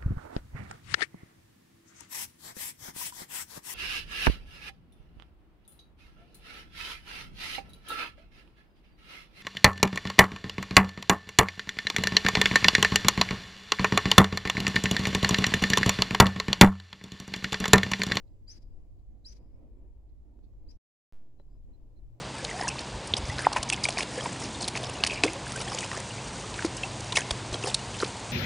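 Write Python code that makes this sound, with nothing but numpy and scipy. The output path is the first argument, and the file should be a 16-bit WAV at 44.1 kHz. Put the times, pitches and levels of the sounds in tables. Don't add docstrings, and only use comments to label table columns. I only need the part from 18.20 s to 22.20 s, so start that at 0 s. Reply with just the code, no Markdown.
import sys
import numpy as np
from scipy import signal
from scipy.fft import rfft, irfft, next_fast_len
from scipy.io import wavfile
from scipy.ndimage import uniform_filter1d, map_coordinates

SR = 44100
rng = np.random.default_rng(int(sys.argv[2]) if len(sys.argv) > 2 else 0)


def to_wav(sig):
    pcm = np.clip(np.atleast_2d(sig), -1, 1) * 32767
    pcm = np.round(pcm).astype(np.int16)
    wavfile.write(sys.argv[1], SR, pcm.T)


N = 176400


def amp(db):
    return 10 ** (np.asarray(db) / 20)


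def clock():
    return np.arange(N) / SR


def along(points, hz):
    f, v = np.transpose(points)
    return np.interp(np.log(hz + 1), np.log(f + 1), v)


def curves(rows):
    times, *columns = np.transpose(rows)
    return [np.interp(clock(), times, column) for column in columns]


def wobble(rate):
    return map_coordinates(rng.standard_normal(N // 8), [clock() * rate], mode="mirror", order=3)


def filtered(x, response):
    size = next_fast_len(N + SR // 4)
    return irfft(rfft(x, size) * response(np.fft.rfftfreq(size, 1 / SR)), size)[..., :N]


def coloured(x, points):
    return filtered(x, lambda hz: amp(along(points, hz)))


def phase_of(hz):
    return 2 * np.pi * np.cumsum(hz) / SR


def pan(db):
    return amp(np.array([[db], [-db]]) / 2)


def noise(spectrum):
    # (frequency [Hz], left-right correlation [0-1])
    coherence = [(30, 0.25), (100, .5), (300, 0.65), (700, .35), (2000, 0.087), (10000, .05)]

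    def response(hz):
        angle = np.arccos(along(coherence, hz)) / 2
        return amp(along(spectrum, hz)) * [np.cos(angle), np.sin(angle)]

    mid, side = filtered(rng.standard_normal((2, N)), response)
    return np.array([mid + side, mid - side]) / mid.std()


def patchy(x, depth_db):
    bands = signal.stft(x, nperseg=1024)[2]
    swell = uniform_filter1d(rng.standard_normal(bands.shape[1:]), size=3, axis=0)
    swell = uniform_filter1d(swell, size=8, axis=1)
    swell /= np.sqrt(np.mean(swell ** 2))
    return signal.istft(bands * amp(depth_db * swell), nperseg=1024)[1][:, :N]


def wind():
    # (time [s], rumble level [dB], breeze level [dB])
    gusts = [
        [(0.0, -52, -68), (0.02, -55.5, -68), (0.71, -50.5, -69), (0.76, -51, -71), (1.0, -57, -70.5),
         (1.31, -55, -64), (2.0, -59.5, -70), (2.1, -63.5, -70.5), (2.16, -60, -67.5), (2.21, -59, -71.5),
         (2.48, -51.5, -67.5), (2.54, -53, -69)],
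        [(3.1, -68, -68.5), (3.162, -54.5, -68.5), (3.206, -60, -66), (3.224, -58.5, -71.5),
         (3.384, -51.5, -69), (3.42, -54, -72), (3.502, -53.5, -67.5), (3.574, -57.5, -68),
         (3.678, -51.5, -68.5), (3.712, -54.5, -68.5), (3.942, -54.5, -69.5), (3.98, -81, -65.5)],
    ]
    # (frequency [Hz], density [dB])
    rumble_spectrum = [(2, 11), (8, 5), (22, 3.5), (35, 10), (60, -5), (80, -4), (130, -17), (200, -24),
                       (400, -68.5)]
    breeze_spectrum = [(60, -9.5), (150, -2), (220, -2.5), (305, 0.5), (400, -7.5), (550, -11),
                       (750, -16.5), (1000, -22), (1400, -36), (2500, -37), (6000, -57)]
    rumble_db, breeze_db = curves(np.concatenate(gusts))
    buffet_db = 2 * np.array([wobble(12), wobble(9.5)])
    rumble = amp(rumble_db + 2 + buffet_db) * noise(rumble_spectrum)
    sway_db = 1.5 * wobble(14)
    breeze = amp(breeze_db + 0.99 + sway_db) * patchy(noise(breeze_spectrum), depth_db=2)
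    return pan(-0.38) * rumble + breeze


def air():
    # (frequency [Hz], density [dB])
    spectrum = [(300, 8.5), (1500, -2), (2400, -3), (3300, -3.5), (4600, -3.5), (6200, -5.5), (7400, -3),
                (8200, -10), (11000, -11.5), (15500, -9)]
    # (time [s], level [dB])
    levels = [(0, -85), (.8, -87), (1.5, -90), (2.3, -87.5), (3.2, -87), (4, -85.5)]
    level_db, = curves(levels)
    return amp(level_db) * patchy(noise(spectrum), depth_db=1.5)


def hum(rows, waver_db=2.5, spread_rad=0.55):
    hz, fundamental_db, octave_db = curves(rows)
    phase = phase_of(hz * (1 + 0.012 * wobble(14)))
    drift = lambda: np.array([wobble(8), wobble(8.9)])
    tone = sum(amp(db + waver_db * drift()) * np.sin(k * phase + spread_rad * drift())
               for k, db in [(1, fundamental_db), (2, octave_db)])
    return np.sqrt(2) * tone * pan(-2.4)


def engine_and_drone():
    # (time [s], fundamental [Hz], fundamental level [dB], octave level [dB])
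    engine = [(0, 48.4, -66.5, -63.5), (.5, 47.69, -60.5, -62.5), (1, 48.36, -54.5, -63.5),
              (1.5, 48.91, -54.5, -66.5), (2, 49.59, -53.5, -68), (2.55, 51.12, -57, -65),
              (2.9, 50.6, -89, -95)]
    drone = [(0, 62, -82, -84), (.7, 61, -66, -76), (1.3, 60.5, -62, -76.5), (2.5, 63.5, -58, -80.5),
             (3.1, 59.5, -72.5, -67), (4, 59.3, -71.5, -63.5)]
    return hum(engine) + hum(drone)


def far_birds():
    # (time [s], duration [s], level [dB], pitch [Hz], rise [Hz])
    chirps = [(0.0, 0.17, -93, 4820, 30), (0.439, .16, -96, 4820, 20), (1.32, .05, -93, 5246, 61.7),
              (1.56, 0.048, -97, 7460, 50), (3.289, .09, -88.5, 4820, 300), (3.317, 0.025, -89, 7640, 50)]
    # (time [s], duration [s], level [dB], pitch [Hz])
    peeps = [(3.187, 0.035, -81.5, 4080), (3.53, 0.032, -83, 4060), (3.757, 0.042, -85, 4080)]
    t, out = clock(), np.zeros((2, N))

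    def note(start, length, hz, waver_hz, rise_hz=0):
        progress = np.clip((t - start) / length, 0, 1)
        arch = np.sqrt(np.abs(np.sin(np.pi * progress)))
        return arch * np.sin(phase_of(hz + rise_hz * progress + waver_hz))

    for start, length, db, hz, rise_hz in chirps:
        out += amp(db) * note(start, length, hz, 110 * wobble(500), rise_hz)
    for start, length, db, hz in peeps:
        out += pan(-7) * amp(db + 2.5) * note(start, length, hz, 90 * wobble(300))
    return out


def stalks():
    # (time [s], level [dB], half-width [s])
    rustles = [(.08, -84.5, 0.0084), (0.795, -90, .01), (1.897, -88, 0.0086), (2.245, -83, 0.013),
               (2.272, -94, .008)]
    # (frequency [Hz], density [dB])
    spectrum = [(1000, -12), (2800, -10), (4300, 5), (5500, -10), (9000, -22), (15000, -20)]
    envelope = sum(amp(db) * np.exp(-((clock() - s) / width) ** 2) for s, db, width in rustles)
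    return envelope * noise(spectrum)


def harsh_calls():
    # (time [s], voice level [dB], rasp level [dB])
    call_levels = [
        [(0.27, -81, -98), (0.282, -57.5, -80), (0.304, -50, -74.5), (0.344, -64.5, -77), (0.38, -67, -76.5),
         (0.4, -96, -99.5), (0.428, -73.5, -82.5), (0.445, -94, -98)],
        [(1.042, -86, -90.5), (1.05, -58, -90), (1.068, -47.5, -76), (1.076, -54, -79), (1.112, -63.5, -79.5),
         (1.13, -62.5, -73.5), (1.144, -84.5, -86), (1.172, -69.5, -80), (1.19, -94, -92)],
        [(2.476, -91, -97.5), (2.49, -66.5, -91), (2.516, -64.5, -80), (2.522, -78, -86),
         (2.562, -84.5, -104.5)],
    ]
    # (time [s], pitch [Hz], roughness [ratio])
    call_pitches = [
        [(.272, 4300, 0.19), (.281, 4790, 0.13), (.292, 4810, 0.09), (.303, 5240, 0.3), (.312, 5530, .8),
         (.328, 5680, 1.06), (.35, 5100, 0.76), (.425, 4940, 0.67)],
        [(1.047, 3930, 0.07), (1.053, 4194, 0.18), (1.058, 4670, 0.16), (1.067, 5070, .12), (1.08, 5300, .55),
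         (1.094, 5550, 1.02), (1.12, 5380, 0.9), (1.17, 5290, .9)],
        [(2.47, 3870, .05), (2.482, 4210, 0.19), (2.487, 4720, 0.15), (2.497, 4920, 0.23), (2.51, 5210, .7),
         (2.55, 5540, 0.35)],
    ]
    # (frequency [Hz], gain [dB])
    voice_colour = [(3000, -16), (3800, -6), (4170, 1), (4470, -9), (4740, 3), (5030, -2), (5250, 3),
                    (5550, -11), (5880, 2), (6200, 1), (6500, -13), (8000, -20)]
    overtone_colour = [(6400, -3.5), (7250, 12), (7700, -3), (8200, 6.5), (8900, -9.5), (9600, -5),
                       (10500, 2), (11500, -13.5)]
    # (frequency [Hz], density [dB])
    rasp_spectrum = [(600, -23.5), (1400, -1.5), (2500, 3.5), (3500, -0.5), (5000, 7), (7300, -1.5),
                     (8800, -10), (10500, -8.5), (12500, -15.5), (15500, -18.5)]
    scatter_hz, flutter_hz, flutter_depth = 641, 310, 0.45
    t, rasp_envelope = clock(), np.zeros(N)
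    voice, overtones = np.zeros((2, 2, N))
    for levels, pitches in zip(call_levels, call_pitches):
        voice_db, rasp_db = curves(levels)
        hz, roughness = curves(pitches)
        sounding = (t > levels[0][0]) & (t < levels[-1][0])
        jumps = [np.tanh(1.6 * wobble(1000)) for side in range(2)]
        phase = np.array([phase_of(hz + sounding * scatter_hz * roughness * jump) for jump in jumps])
        tremor = np.sin(phase_of(flutter_hz * (1 + 0.17 * wobble(90))))
        flutter = sounding * (1 + flutter_depth * roughness * tremor)
        strength = np.sqrt(2) * amp(voice_db + 1.5) * flutter
        voice += strength * np.sin(phase)
        octave = amp(-24 - 4.5 * roughness) * np.sin(2 * phase)
        fifth = amp(-30) * (1 - roughness) * np.sin(1.5 * phase)
        overtones += strength * (octave + fifth)
        rasp_envelope += amp(rasp_db + 5) * flutter
    return (pan(6.5) * coloured(voice, voice_colour)
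            + pan(-7.5) * coloured(overtones, overtone_colour)
            + pan(1.5) * rasp_envelope * noise(rasp_spectrum))


def echo(x, t60_s):
    tail = rng.standard_normal((2, SR)) * amp(-60 * clock()[:SR] / t60_s)
    return signal.fftconvolve(x, tail / np.linalg.norm(tail[0]), axes=1)[:, :N]


def grass_and_trees(x):
    # (frequency [Hz], gain [dB])
    tree_colour = [(3500, -5.5), (4500, -10), (4820, 2), (5080, -2.5), (5280, -3), (5700, -10), (8000, -13)]
    return amp(-9.5) * echo(x, t60_s=0.03) + amp(-25) * coloured(echo(x, t60_s=0.94), tree_colour)


def leaves(peak_s=1.45, half_width_s=0.47):
    # (frequency [Hz], density [dB])
    spectrum = [(1200, -11), (1900, -4.5), (2350, 1.5), (2900, -11.5), (5000, -14.5)]
    return amp(-94.5) * np.exp(-((clock() - peak_s) / half_width_s) ** 2) * noise(spectrum)


def bumps(crack_cutoff_hz=2410, crack_t60_s=0.025):
    # (time [s], level [dB], left over right [dB])
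    impacts = [(1.288, -73, 5), (2.094, -63, -2), (2.191, -58, 6), (2.336, -65, 11.5), (3.199, -51, 16.5)]
    # (frequency [Hz], level [dB], time to fall 60 dB [s])
    modes = [(415, -6.5, 0.06), (564, 0, 0.043), (830, -3, 0.016), (1310, -14, 0.014), (2396, -28.5, .02)]
    out = np.zeros((2, N))
    for start, db, pan_db in impacts:
        age = np.maximum(clock() - start, 0)
        ring = sum(amp(level - 60 * age / t60) * np.sin(2 * np.pi * hz * age) for hz, level, t60 in modes)
        dull = filtered(rng.standard_normal(N), lambda hz: 1 / (1 + (hz / crack_cutoff_hz) ** 2))
        crack = (age > 0) * amp(-5.5 - 60 * age / crack_t60_s) * dull
        out += pan(pan_db) * amp(db - 5.5) * (ring + crack)
    return out


def scene():
    background = wind() + air() + engine_and_drone()
    birds = far_birds() + harsh_calls()
    return background + birds + grass_and_trees(birds) + stalks() + leaves() + bumps()


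def record(dry):
    cut_s, cut_fade_s, resume_s, fade_in_s = 2.573, 0.00157, 2.9245, 0.082
    tick_gap_s, tick_decay_s, tick_fall_db_per_s = 0.01, 0.0042, 119
    thump_rise_s, thump_fall_s, band_limit_hz = 0.018, 0.15, 15700
    t = clock()
    gate = np.clip((cut_s - t) / cut_fade_s, 0, 1) + np.clip((t - resume_s) / fade_in_s, 0, 1)
    cut_tick = (t > cut_s) * amp(-71) * np.exp(-np.abs(t - cut_s) / tick_decay_s)
    since = np.maximum(t - resume_s, 0)
    tick_age = np.abs(since + 0.0005 * wobble(100)) % tick_gap_s
    ticks = (t > resume_s) * amp(-50 - tick_fall_db_per_s * since) * np.exp(-tick_age / tick_decay_s)
    thump = amp(-35) * (1 - np.exp(-since / thump_rise_s)) * np.exp(-since / thump_fall_s)
    mix = dry * gate + cut_tick - ticks + thump
    return filtered(mix, lambda hz: 1 / np.sqrt(1 + (hz / band_limit_hz) ** 160))


dry = scene()
out = record(dry)
to_wav(out)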